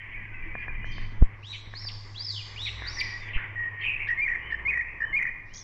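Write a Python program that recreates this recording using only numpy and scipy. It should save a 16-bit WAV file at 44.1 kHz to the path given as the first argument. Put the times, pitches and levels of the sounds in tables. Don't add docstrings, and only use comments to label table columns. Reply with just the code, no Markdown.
import sys
import numpy as np
from scipy import signal
from scipy.fft import rfft, irfft, next_fast_len
from scipy.io import wavfile
from scipy.ndimage import uniform_filter1d

SR = 44100
rng = np.random.default_rng(int(sys.argv[2]) if len(sys.argv) > 2 else 0)


def put_to_file(sound):
    columns = np.atleast_2d(sound).T
    safe = np.clip(columns, -1, 1)
    whole_steps = np.round(safe * 32767)
    wavfile.write(sys.argv[1], SR, whole_steps.astype(np.int16))


def volts(x):
    e = np.asarray(x, float) / 20
    return 10 ** e


N = 248283
CAPSULE_STOP = .5


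def rms_one(x):
    return x / np.sqrt(np.mean(x ** 2) + 1e-20)


def in_time(rows):
    s, *columns = np.vstack(rows).T
    return [np.interp(np.arange(N) / SR, s, c) for c in columns]


def drift(rate, size):
    r = np.exp(-2 * np.pi * rate / SR)
    slow = signal.lfilter([1], [1, -2 * r, r * r], rng.standard_normal(size + 8000))
    return rms_one(slow[8000:])


def coloured(spectrum):
    hz, level_db = np.transpose(spectrum)
    grid = np.maximum(np.arange(N // 2 + 1) * SR / N, 1)
    gain = volts(np.interp(np.log(grid), np.log(hz), level_db, left=-90, right=-90))
    return rms_one(irfft(rfft(rng.standard_normal(N)) * gain, N))


def filtered(x, order, hz, kind="low"):
    return signal.sosfilt(signal.butter(order, hz, kind, fs=SR, output="sos"), x)


def sing(notes, waver_hz, waver_rate=86.0, trill_hz=0, beats_per_s=76.0, throb=0, second_db=-70,
         size=400, split_db=-90, third_db=-90):
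    out = np.zeros(N)
    for rows in notes:
        s, hz, level_db = np.transpose(rows)
        at = np.arange(int(s[0] * SR), min(int(s[-1] * SR), N))
        t = at / SR
        beat_rate = beats_per_s * (1 + .2 * drift(30, size=len(t)))
        beat = 2 * np.pi * np.cumsum(beat_rate) / SR + 6 * rng.random()
        path = uniform_filter1d(np.interp(t, s, hz), size=min(len(t) // 16, size), mode="nearest")
        pitch = path + waver_hz * drift(waver_rate, size=len(t)) + trill_hz * np.sin(beat)
        phase = 2 * np.pi * np.cumsum(pitch) / SR
        edge = np.clip(np.minimum(t - s[0], s[-1] - t) / 0.004, 0, 1)
        level = np.sqrt(2) * volts(np.interp(t, s, level_db)) * edge
        level = level * (1 + np.clip(throb, 0, 1) * np.cos(beat))
        over = volts(second_db) * np.sin(2 * phase) + volts(third_db) * np.sin(3 * phase)
        over += volts(split_db) * np.sin(3 * phase / 2)
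        out[at] += level * (np.sin(phase) + over)
    return out


def glides(rows, attack, onset_db, fade_db):
    share = np.clip(attack, .01, .99)
    return [[(s, a, db + onset_db), (s + share * long, a + share * (b - a), db), (s + long, b, db + fade_db)]
            for s, long, a, b, db in rows]


def scatter(t60, gap_s):
    t = np.arange(int(1.3 * SR)) / SR
    cloud = rng.standard_normal(len(t)) * volts(-60 * t / t60) * np.clip(t / gap_s, 0, 1)
    return cloud / np.sqrt(np.sum(cloud ** 2))


def heard(voice, direct_db, leaves_db, grove_db, low_db=0):
    leaves, grove = scatter(t60=0.073, gap_s=0.0079), scatter(t60=0.86, gap_s=0.044)
    echoes = volts(leaves_db) * leaves + volts(grove_db) * grove
    high = signal.sosfiltfilt(signal.butter(4, 4000, "high", fs=SR, output="sos"), voice)
    thrown_back = high + volts(low_db) * (voice - high)
    return volts(direct_db) * voice + signal.fftconvolve(thrown_back, echoes)[:N]


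def hum(hz, level_db, unsteady):
    level = np.sqrt(2) * volts(level_db + unsteady * drift(14, size=N))
    return level * np.sin(2 * np.pi * np.cumsum(hz + np.zeros(N)) / SR)


def engines():
    # t/s, level/dB
    motor = [(0, -51.5), (1.1, -45), (1.75, -46), (2.0, -44), (3.1, -46), (3.5, -44), (4.1, -49),
             (4.3, -59), (5.2, -60.5), (5.63, -54)]
    drones = [(.75, 57.5, -44.5, 19.5), (2.821, 59.45, -41, 44.5), (4.651, 56.3, -43.5, 26)]
    t = np.arange(N) / SR
    passing = sum(hum(hz, db - fade * np.abs(t - s), .6) for s, hz, db, fade in drones)
    return hum(102.3 + 0.64 * drift(5.0, size=N), in_time(motor)[0], 2.4) + passing


def town_and_far_chorus():
    # t/s, town level/dB, chorus level/dB
    wash = [(0, -51.5, -41.5), (.67, -46.5, -39.5), (1.03, -48.5, -38), (1.19, -47, -50.5),
            (1.47, -50, -46.5), (1.65, -49.5, -49.5), (2.37, -51, -51.5), (2.96, -42.5, -36.5),
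            (3.26, -46, -38.5), (3.36, -44, -33.5), (4.14, -47, -38.5), (4.5, -43.5, -30.5),
            (4.72, -44, -51), (4.85, -46, -47.5), (5.2, -46, -46.5), (5.38, -49.5, -46), (5.52, -53.5, -72),
            (5.63, -50.5, -77)]
    # f/Hz, level/dB per Hz
    rumble = [(35, -23), (60, -19), (80, -3.5), (113, -3.5), (158, -9.5), (240, -15.5), (355, -12.5),
              (547, -17), (724, -17.5), (1120, -9), (1320, -19.5), (1700, -14.5), (2210, -45.5),
              (3740, -120)]
    # f/Hz, level/dB per Hz
    blur = [(820, -21), (1400, -23), (1550, -10), (1830, 3.5), (1980, 8), (2360, 3), (2650, -5.5),
            (3110, -12), (3900, -47.5), (5070, -65), (8580, -120)]
    town_db, chorus_db = in_time(wash)
    town = volts(town_db - 5.5 + 1.4 * drift(14.0, size=N)) * coloured(rumble)
    return town + volts(chorus_db - 9.0 + 3.48 * drift(8.1, size=N)) * coloured(blur)


def wind():
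    # t/s, level/dB
    puffs = [(0, -42.5), (.228, -32.5), (.294, -36.5), (.434, -30.5), (.618, -34.5), (1.028, -27.5),
             (1.32, -37.5), (1.5, -48), (1.72, -39), (2.33, -51.5), (2.45, -44.5), (3.3, -38), (3.5, -43),
             (3.8, -56.5), (3.87, -38.5), (4.56, -44), (4.78, -53), (5.1, -39)]
    # f/Hz, level/dB per Hz
    gust = [(8, -6), (20, 5.5), (45, -21), (100, -26), (200, -25.5), (350, -35), (700, -69)]
    return volts(in_time(puffs)[0] - 4.5 + 0.71 * drift(39, size=N)) * coloured(gust)


def air():
    # f/Hz, level/dB per Hz
    colour = [(3300, 4), (4000, -14.5), (6300, -16), (8000, -18), (10000, -22), (13000, -25.5),
              (15500, -22)]
    return volts(-82) * coloured(colour)


def call_hiss(high_calls):
    high = filtered(high_calls, 8, 3600, "high")
    loud = np.sqrt(np.abs(uniform_filter1d(high ** 2, size=int(0.17 * SR))))
    hiss = rms_one(filtered(rng.standard_normal(N), 4, [3600, 5800], "band"))
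    return (volts(-20.5) * loud + volts(-86)) * hiss


def top_hiss():
    openings = [(0.868, 1.21, -90.5, -97), (1.463, 1.61, -68, -67), (1.74, 2.31, -71.5, -70),
                (2.31, 2.8, -57.5, -74), (2.854, 3.294, -66.5, -75.5), (5.53, 5.697, -82, -66)]
    # f/Hz, level/dB per Hz
    colour = [(5500, -22.5), (5900, 3), (7000, 0.5), (7900, -10)]
    t, strength = np.arange(N) / SR, volts(-93.0)
    for opens, shuts, first_db, last_db in openings:
        level = volts(np.interp(t, [opens, shuts], [first_db, last_db]))
        strength = strength + level * ((t > opens) & (t < shuts))
    return uniform_filter1d(strength, size=int(0.018 * SR)) * coloured(colour)


def haze():
    # t/s, level/dB
    path = [(0, -110), (1.45, -110), (1.5, -92), (1.6, -104), (2.25, -104), (2.35, -92), (2.55, -100),
            (2.65, -76), (2.78, -100), (2.9, -99), (2.95, -81), (3.1, -84), (3.2, -110), (5.5, -110),
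            (5.55, -84)]
    # f/Hz, level/dB per Hz
    colour = [(7700, 0.5), (9000, -5), (10500, -15.5), (13000, -29.5)]
    return volts(in_time(path)[0]) * coloured(colour)


def distant_answers():
    calls = [(0, 0.018, 1880, 1840, -46), (.07, 0.03, 2380, 2180, -52.5), (.142, 0.047, 2175, 2450, -38),
             (.132, .12, 2483, 2450, -45.5), (.17, 0.082, 2050, 1784, -44.5), (.17, 0.13, 1675, 1560, -51),
             (.32, 0.079, 1530, 1540, -54), (.33, 0.16, 2028, 2000, -43.5), (.34, 0.074, 2657, 2380, -44.5),
             (.42, 0.12, 2330, 2220, -42.5), (.54, 0.12, 2420, 2428, -40.5), (.6, 0.042, 2436, 2390, -45),
             (.58, 0.15, 1750, 1530, -48.5), (.6, 0.21, 2108, 1915, -48), (.67, .12, 2426, 2286, -44),
             (.76, 0.16, 2020, 1970, -44), (.82, 0.16, 2444, 2330, -47), (.94, 0.059, 2000, 1990, -54),
             (1.06, 0.11, 2010, 1995, -51.5), (0, 0.024, 3160, 2950, -51.5)]
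    notes = glides(calls, attack=0.13, onset_db=0.5, fade_db=-9.5)
    return heard(sing(notes, 14.0, waver_rate=25.0, throb=0.2), -1.5, -10, -5)


def leash_handle():
    # t/s, f/Hz, level/dB
    creak = [
        [(.455, 336, -50), (.48, 327, -48.5), (.51, 308, -59)],
    ]
    return sing(creak, 4.0)


def claws():
    # t/s, peak level/dB
    ticks = [(0.553, -18), (0.682, -24), (0.844, -24.5), (0.982, -27.5), (1.738, -27), (1.851, -28.5),
             (2.821, -22)]
    # f/Hz, level/dB, t60/s
    brick = [(1750, 1, 0.014), (750, -12, 0.014), (460, -47, 0.0052), (1096, -9, 0.012)]
    s, tick_db = np.transpose(ticks)
    at, out = np.round(s * SR).astype(int), np.zeros(N)
    luck_db = rng.normal(0, 3.0, (len(at), len(brick)))
    for k, (hz, level_db, t60) in enumerate(brick):
        clicks = np.full(N, 1e-18)
        clicks[at] = volts(tick_db + level_db - 4.5 + luck_db[:, k])
        r, w = volts(-60 / (t60 * SR)), 2 * np.pi * hz / SR
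        out += signal.lfilter([0, np.sin(w)], [1, -2 * r * np.cos(w), r * r], clicks)
    return filtered(out, 6, 2500)


def chips_and_buzzes():
    calls = [(.58, 0.11, 4370, 5500, -75), (.85, 0.33, 5910, 5790, -68.5), (.91, 0.22, 4650, 4460, -55),
             (.92, 0.35, 3570, 2924, -60.5), (1.526, 0.045, 3270, 3030, -40),
             (2.657, .033, 3310, 2780, -52.5), (3.3, 0.14, 3230, 3104, -57.5),
             (3.8, 0.053, 4270, 4480, -62.5), (3.82, .04, 3200, 3197, -52), (3.86, 0.16, 2900, 2920, -59.5),
             (4.068, 0.028, 3120, 3284, -49), (4.505, 0.027, 3350, 2930, -57.5),
             (.85, 0.085, 4000, 4250, -67.5), (4.075, 0.027, 4900, 5050, -59),
             (4.512, 0.033, 4700, 5300, -65), (5.004, .02, 4700, 5300, -66), (4.07, .05, 2750, 2650, -45.5)]
    notes = glides(calls, attack=0.032, onset_db=2.5, fade_db=-13)
    return heard(sing(notes, 370.0, waver_rate=650.0), -7.5, -0.37, -12.5)


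def far_whistler():
    arches = [(.82, .885, 3110, 1.02, -53), (3.06, 3.13, 3270, 3.13, -61), (3.2, 3.21, 3600, 3.32, -58),
              (4.41, 4.47, 3050, 4.55, -52), (5.02, 5.075, 3050, 5.15, -55), (5.48, 5.6, 3450, 5.63, -62)]
    notes = []
    for start, crest, top, end, db in arches:
        t = np.linspace(start, end, 12)
        bend = np.where((t > crest) & (end - crest > .12), .2 ** 2, 1)
        hz = top - 70000 * bend * (t - crest) ** 2
        swell_db = -4.5 * (2 * (t - start) / (end - start) - 1) ** 2
        notes.append(np.transpose([t, hz, db + swell_db]))
    return heard(sing(notes, 40.0, throb=.3), -0.15, -7.0, -3.5)


def bumps():
    # t/s, push height, build-up/s, height after release, recovery/s
    pushes = [(1.2241, 4.5, .0025, -.8, .013), (1.217, .14, .022, 0, .003), (3.3635, .24, .003, .19, .011),
              (1.675, .015, .004, -.015, .01), (5.12, .015, .004, -.015, .01)]
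    t, out = np.arange(N) / SR, np.zeros(N)
    for s, push, rise, after, recovery in pushes:
        away = np.abs(t - s)
        out += np.where(t < s, push * np.exp(-away / rise), after * np.exp(-away / recovery))
    out = signal.lfilter([.013], [1, -.987], np.minimum(out, 1.25 * CAPSULE_STOP))
    return filtered(np.clip(out, -CAPSULE_STOP, CAPSULE_STOP), 6, 2200)


def arcs_of(rows, tail_s, drop_s):
    notes = []
    for start, crest, top, drop, db in rows:
        t = np.arange(start, drop + tail_s, .003)
        late = np.maximum(t - drop, 0) / drop_s
        bend_hz = np.where(t > crest, 3700, 2600)
        arc = top - bend_hz * (10 * np.abs(t - crest)) ** 2
        hz = 2050 + (arc - 2050) * np.exp(-late ** 2)
        level = db - 8 * np.exp(-(t - start) / .012) + 3 * (t > crest)
        level = level - 14 * np.maximum(hz - 5000, 0) / 1000
        notes.append(np.transpose([t, hz, level]))
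    return notes


def after_drop(arcs, shape):
    return [[(drop + s, hz, db + rel) for s, hz, rel in shape] for *_, drop, db in arcs]


def split_arcs():
    arcs = [(1.423, 1.502, 3890, 1.524, -45.5), (2.557, 2.64, 3876, 2.656, -38.5)]
    # t/s, f/Hz, level/dB re arc
    upper = [(.001, 4620, 2), (.016, 3470, 0), (0.041, 2600, 4.5)]
    # t/s, f/Hz, level/dB re arc
    lower = [(.002, 2600, 5), (.012, 2310, 4), (.036, 2112, 1)]
    out = sing(arcs_of(arcs, tail_s=.004, drop_s=.004), 75.0, size=100, waver_rate=180.0,
               throb=.5, second_db=-31, split_db=-19)
    out += sing(after_drop(arcs, upper), 300.0, waver_rate=250.0, beats_per_s=260.0, throb=1.0)
    return out + sing(after_drop(arcs, lower), 110.0, waver_rate=120.0, throb=0.3)


def high_arcs():
    arcs = [(1.74, 1.825, 5458, 1.883, -43.5), (2.844, 2.943, 5800, 2.999, -41)]
    open_arcs = [(2.144, 2.247, 5210, 2.292, -41)]
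    # t/s, f/Hz, level/dB re arc
    plunge = [(-.002, 4495, -5.5), (.009, 2883, -1.5), (.026, 2250, -4.5)]
    notes = arcs_of(arcs, tail_s=.012, drop_s=.009) + arcs_of(open_arcs, tail_s=0, drop_s=1)
    out = sing(notes, 60.0, waver_rate=180.0, beats_per_s=45.0, throb=.5, size=100)
    return out + sing(after_drop(arcs, plunge), 300.0, waver_rate=250.0, beats_per_s=260.0, throb=1.0)


def stutter():
    # t/s, f/Hz, level/dB
    falls = [
        [(2.29, 4655, -32), (2.32, 3965, -47), (2.366, 3340, -37.5), (2.398, 2740, -40.5), (2.43, 1980, -55.5)],
        [(3.004, 3320, -37), (3.012, 2424, -27), (3.024, 2080, -32.5)],
    ]
    return sing(falls, 81.0, waver_rate=120.0, trill_hz=169.0, beats_per_s=71.0, throb=0.52, second_db=-54.0)


def whistler():
    # t/s, level/dB
    strength = [(0, 0), (3.2, 2), (3.34, -14), (4.4, -28), (4.41, 11)]
    calls = split_arcs() + high_arcs() + stutter()
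    return heard(calls, -3.0, -0.79, -0.6, low_db=-11) * volts(in_time(strength)[0])


def rattles():
    rows = [(2.82, 0.092, 1894, 1624, -41), (3.332, 0.045, 2600, 2360, -36.5),
            (3.365, 0.095, 1805, 1703, -37), (3.81, 0.044, 3050, 2383, -40), (3.845, 0.12, 2600, 2540, -34),
            (3.99, 0.081, 2500, 2250, -35.5), (4.06, 0.022, 2077, 1885, -31.5),
            (4.5, 0.011, 2060, 1840, -30.5), (4.84, 0.16, 2325, 2262, -43), (3.33, .045, 2937, 2720, -38.5),
            (3.332, .03, 2160, 2050, -39.5), (3.362, 0.052, 1576, 1542, -47),
            (3.838, 0.062, 2900, 2780, -40.5)]
    notes = glides(rows, attack=.15, onset_db=-3, fade_db=-7)
    voice = sing(notes, 70.0, waver_rate=132.0, trill_hz=273.0, throb=0.5)
    return filtered(heard(voice, -3, -1.5, -11.5), 8, 3500)


def held_notes():
    rows = [(2.96, 0.057, 1850, 1777, -40.5), (2.97, 0.068, 1960, 2030, -34),
            (3.03, 0.15, 1970, 1906, -37.5), (3.2, 0.073, 2040, 1930, -52.5),
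            (3.25, 0.073, 1950, 1930, -40), (3.555, 0.14, 1896, 1868, -30.5),
            (3.705, 0.14, 1900, 1842, -37.5)]
    notes = glides(rows, attack=0.3, onset_db=-5, fade_db=-1)
    return heard(sing(notes, 18.0, beats_per_s=58.0, throb=.3), -1.5, -13, -11.0)


def pulses():
    # centre t/s, width/s, f/Hz, level/dB
    beats = [(3.8343, 0.00082, 2170, -29), (3.8403, 0.002, 2454, -28.5), (3.8452, 0.0015, 2560, -26),
             (3.8511, 0.0022, 2397, -26), (3.8612, 0.0017, 2350, -26), (3.8666, 0.0018, 2480, -23.0),
             (3.8742, 0.001, 2400, -25.5), (3.8862, 0.0052, 2594, -25.5), (3.8959, 0.0021, 2444, -23.5),
             (3.9016, 0.0041, 2440, -26), (3.9091, 0.0021, 2565, -28.5), (3.917, 0.0017, 2490, -29),
             (3.9224, 0.0016, 2503, -27.5), (3.9309, 0.0017, 2333, -30), (3.9381, 0.0015, 2460, -29),
             (3.944, 0.0015, 2405, -27.5), (3.9503, 0.0014, 2444, -30.5), (3.9655, 0.0035, 2574, -31.0),
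             (3.9724, 0.0022, 2545, -34.5), (4.0064, 0.0035, 2296, -29), (4.0196, 0.00093, 2310, -30.5),
             (4.0244, 0.0027, 2300, -29.5), (4.0347, 0.0012, 2465, -28), (4.0468, 0.0012, 2270, -31),
             (4.0536, 0.002, 2250, -30.5)]
    chirrups = [(4.093, 0.0088, 1856, -22.5), (4.1026, 0.0027, 1795, -26.5), (4.1078, 0.0023, 1887, -22.5),
                (4.1141, 0.0075, 1844, -21), (4.1307, 0.0126, 1880, -24.5), (4.5123, 0.0027, 1890, -34),
                (4.5194, 0.0019, 1820, -32), (4.5281, 0.0065, 1798, -22), (4.5465, 0.0049, 1777, -23.5),
                (5.0073, 0.0037, 1814, -27), (5.0149, 0.0013, 1770, -30), (5.0227, 0.0048, 1788, -21),
                (5.0295, 0.0018, 1770, -24), (5.0424, 0.0082, 1803, -22.5), (5.0502, 0.0029, 1730, -27.5)]
    trill = [(4.2536, 0.0049, 2190, -27), (4.2659, 0.0036, 2112, -23.5), (4.2749, 0.00092, 2030, -32.5),
             (4.2811, 0.0035, 1880, -22), (4.2881, 0.0014, 2280, -26.5), (4.2954, 0.0064, 1904, -26),
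             (4.303, 0.0021, 1908, -23.5), (4.3119, 0.00079, 2010, -27), (4.3194, 0.0054, 1880, -23.5),
             (4.3262, 0.0024, 1913, -24.0), (4.3368, 0.0028, 1842, -24.0), (4.3484, 0.00081, 2050, -26.5),
             (4.3544, 0.0022, 1964, -24.5), (4.3597, 0.0011, 1866, -24.5), (4.7041, 0.0016, 2343, -22.5),
             (4.7096, 0.0021, 2220, -21), (4.7166, 0.0045, 2134, -27), (4.7211, 0.0007, 2010, -28),
             (4.7314, 0.0022, 1906, -25), (4.738, 0.003, 2113, -22.5), (4.7426, 0.001, 1967, -23),
             (4.7538, 0.005, 1896, -26.5), (4.7617, 0.0056, 1890, -26), (4.7756, 0.0019, 1910, -21.5),
             (4.7787, 0.0087, 1865, -24), (4.7986, 0.01, 1897, -24.5), (4.8115, 0.0014, 2060, -22),
             (4.8172, 0.0073, 1823, -27), (5.1925, 0.004, 2174, -22), (5.2003, 0.0037, 1880, -29.5),
             (5.2075, 0.0028, 1980, -26.5), (5.2156, 0.0034, 2024, -22), (5.2275, 0.0029, 1940, -21),
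             (5.2328, 0.0036, 2140, -26), (5.2458, 0.0039, 1898, -31), (5.2548, 0.0021, 1910, -21),
             (5.2671, 0.0034, 2000, -25.5), (5.2713, 0.0016, 2140, -27.5), (5.277, 0.00451, 1840, -28),
             (5.2819, 0.0015, 2210, -34), (5.2911, 0.0069, 1897, -29)]
    out = np.zeros(N)
    for s, width, hz, db in list(chirrups) + list(trill) + list(beats):
        u = np.linspace(-1, 1, int((1.7 * width + .0022) * SR))
        phase = 2 * np.pi * np.cumsum(hz + 87 * (1 / 3 - u ** 2)) / SR + 6 * rng.random()
        at = int(s * SR) - len(u) // 2
        burst = np.sin(phase) + volts(-47.5) * np.sin(3 * phase)
        rounded = np.abs(np.cos(np.pi * u / 2)) ** 1.3
        out[at:at + len(u)] += np.sqrt(2) * volts(db + 0.5) * rounded * burst
    return heard(out, -.5, -14, -10)


def phrase_peaks():
    peaks = [(4.214, .04, 0.04, 2391, -21), (4.677, .027, .028, 2510, -20),
             (5.163, 0.036, .024, 2463, -17.5)]
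    notes = []
    for s, step_s, crest_s, top, db in peaks:
        notes.append([(s - step_s, 2110, db - 10.5), (s - .4 * step_s, 2150, db - 4.0), (s, 2250, db - 3.5)])
        notes.append([(s, 2340, db - 3.5), (s + .55 * crest_s, top, db), (s + crest_s, top - 60, db - 9.0)])
    return heard(sing(notes, 12.0, second_db=-43, third_db=-62), -1.5, -17, -12)


def twitter():
    # t/s, bottom f/Hz, level/dB
    dips = [(5.544, 3790, -46.5), (5.576, 3470, -45), (5.598, 3624, -46.5)]
    leap_s, settle_s, top_hz = .006, .013, 6700
    path = [(dips[0][0] - settle_s, 4500, -58)]
    for s, low, db in dips:
        path += [(s - leap_s, top_hz, db - 5), (s, low, db)]
        path += [(s + leap_s, top_hz, db - 5), (s + settle_s, 5700, db)]
    notes = [path + [(N / SR, 4900, -56)]]
    voice = sing(notes, 160.0, waver_rate=200.0, beats_per_s=87.5, throb=0.79, size=70)
    return heard(voice, -0.25, -4.5, -18)


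def limited(choir):
    ceiling = .1
    envelope = np.abs(signal.hilbert(choir, next_fast_len(N))[:N])
    swell = uniform_filter1d(envelope, size=40) / ceiling
    bend = np.clip(choir / ceiling / (1 + swell ** 8) ** (1 / 8), -.975, .975)
    overtones = filtered(volts(-69) * bend ** 2 + volts(-70.5) * bend ** 3, 6, 3600, "high")
    return ceiling * bend + overtones


def scene():
    background = engines() + town_and_far_chorus() + wind() + air()
    near = leash_handle() + claws() + bumps()
    far_birds = distant_answers() + chips_and_buzzes() + far_whistler()
    songster = rattles() + held_notes() + pulses() + phrase_peaks()
    high_calls = whistler() + twitter()
    hiss = call_hiss(high_calls) + top_hiss() + haze()
    return (limited(far_birds + songster + high_calls) + near + background + hiss)[None]


def top_cut(x):
    return signal.sosfilt(signal.butter(12, 15400, fs=SR, output="sos"), x)


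def record(dry):
    limit = 1.01 * CAPSULE_STOP
    return top_cut(np.clip(dry, -limit, limit))


dry = scene()
out = record(dry)
put_to_file(out)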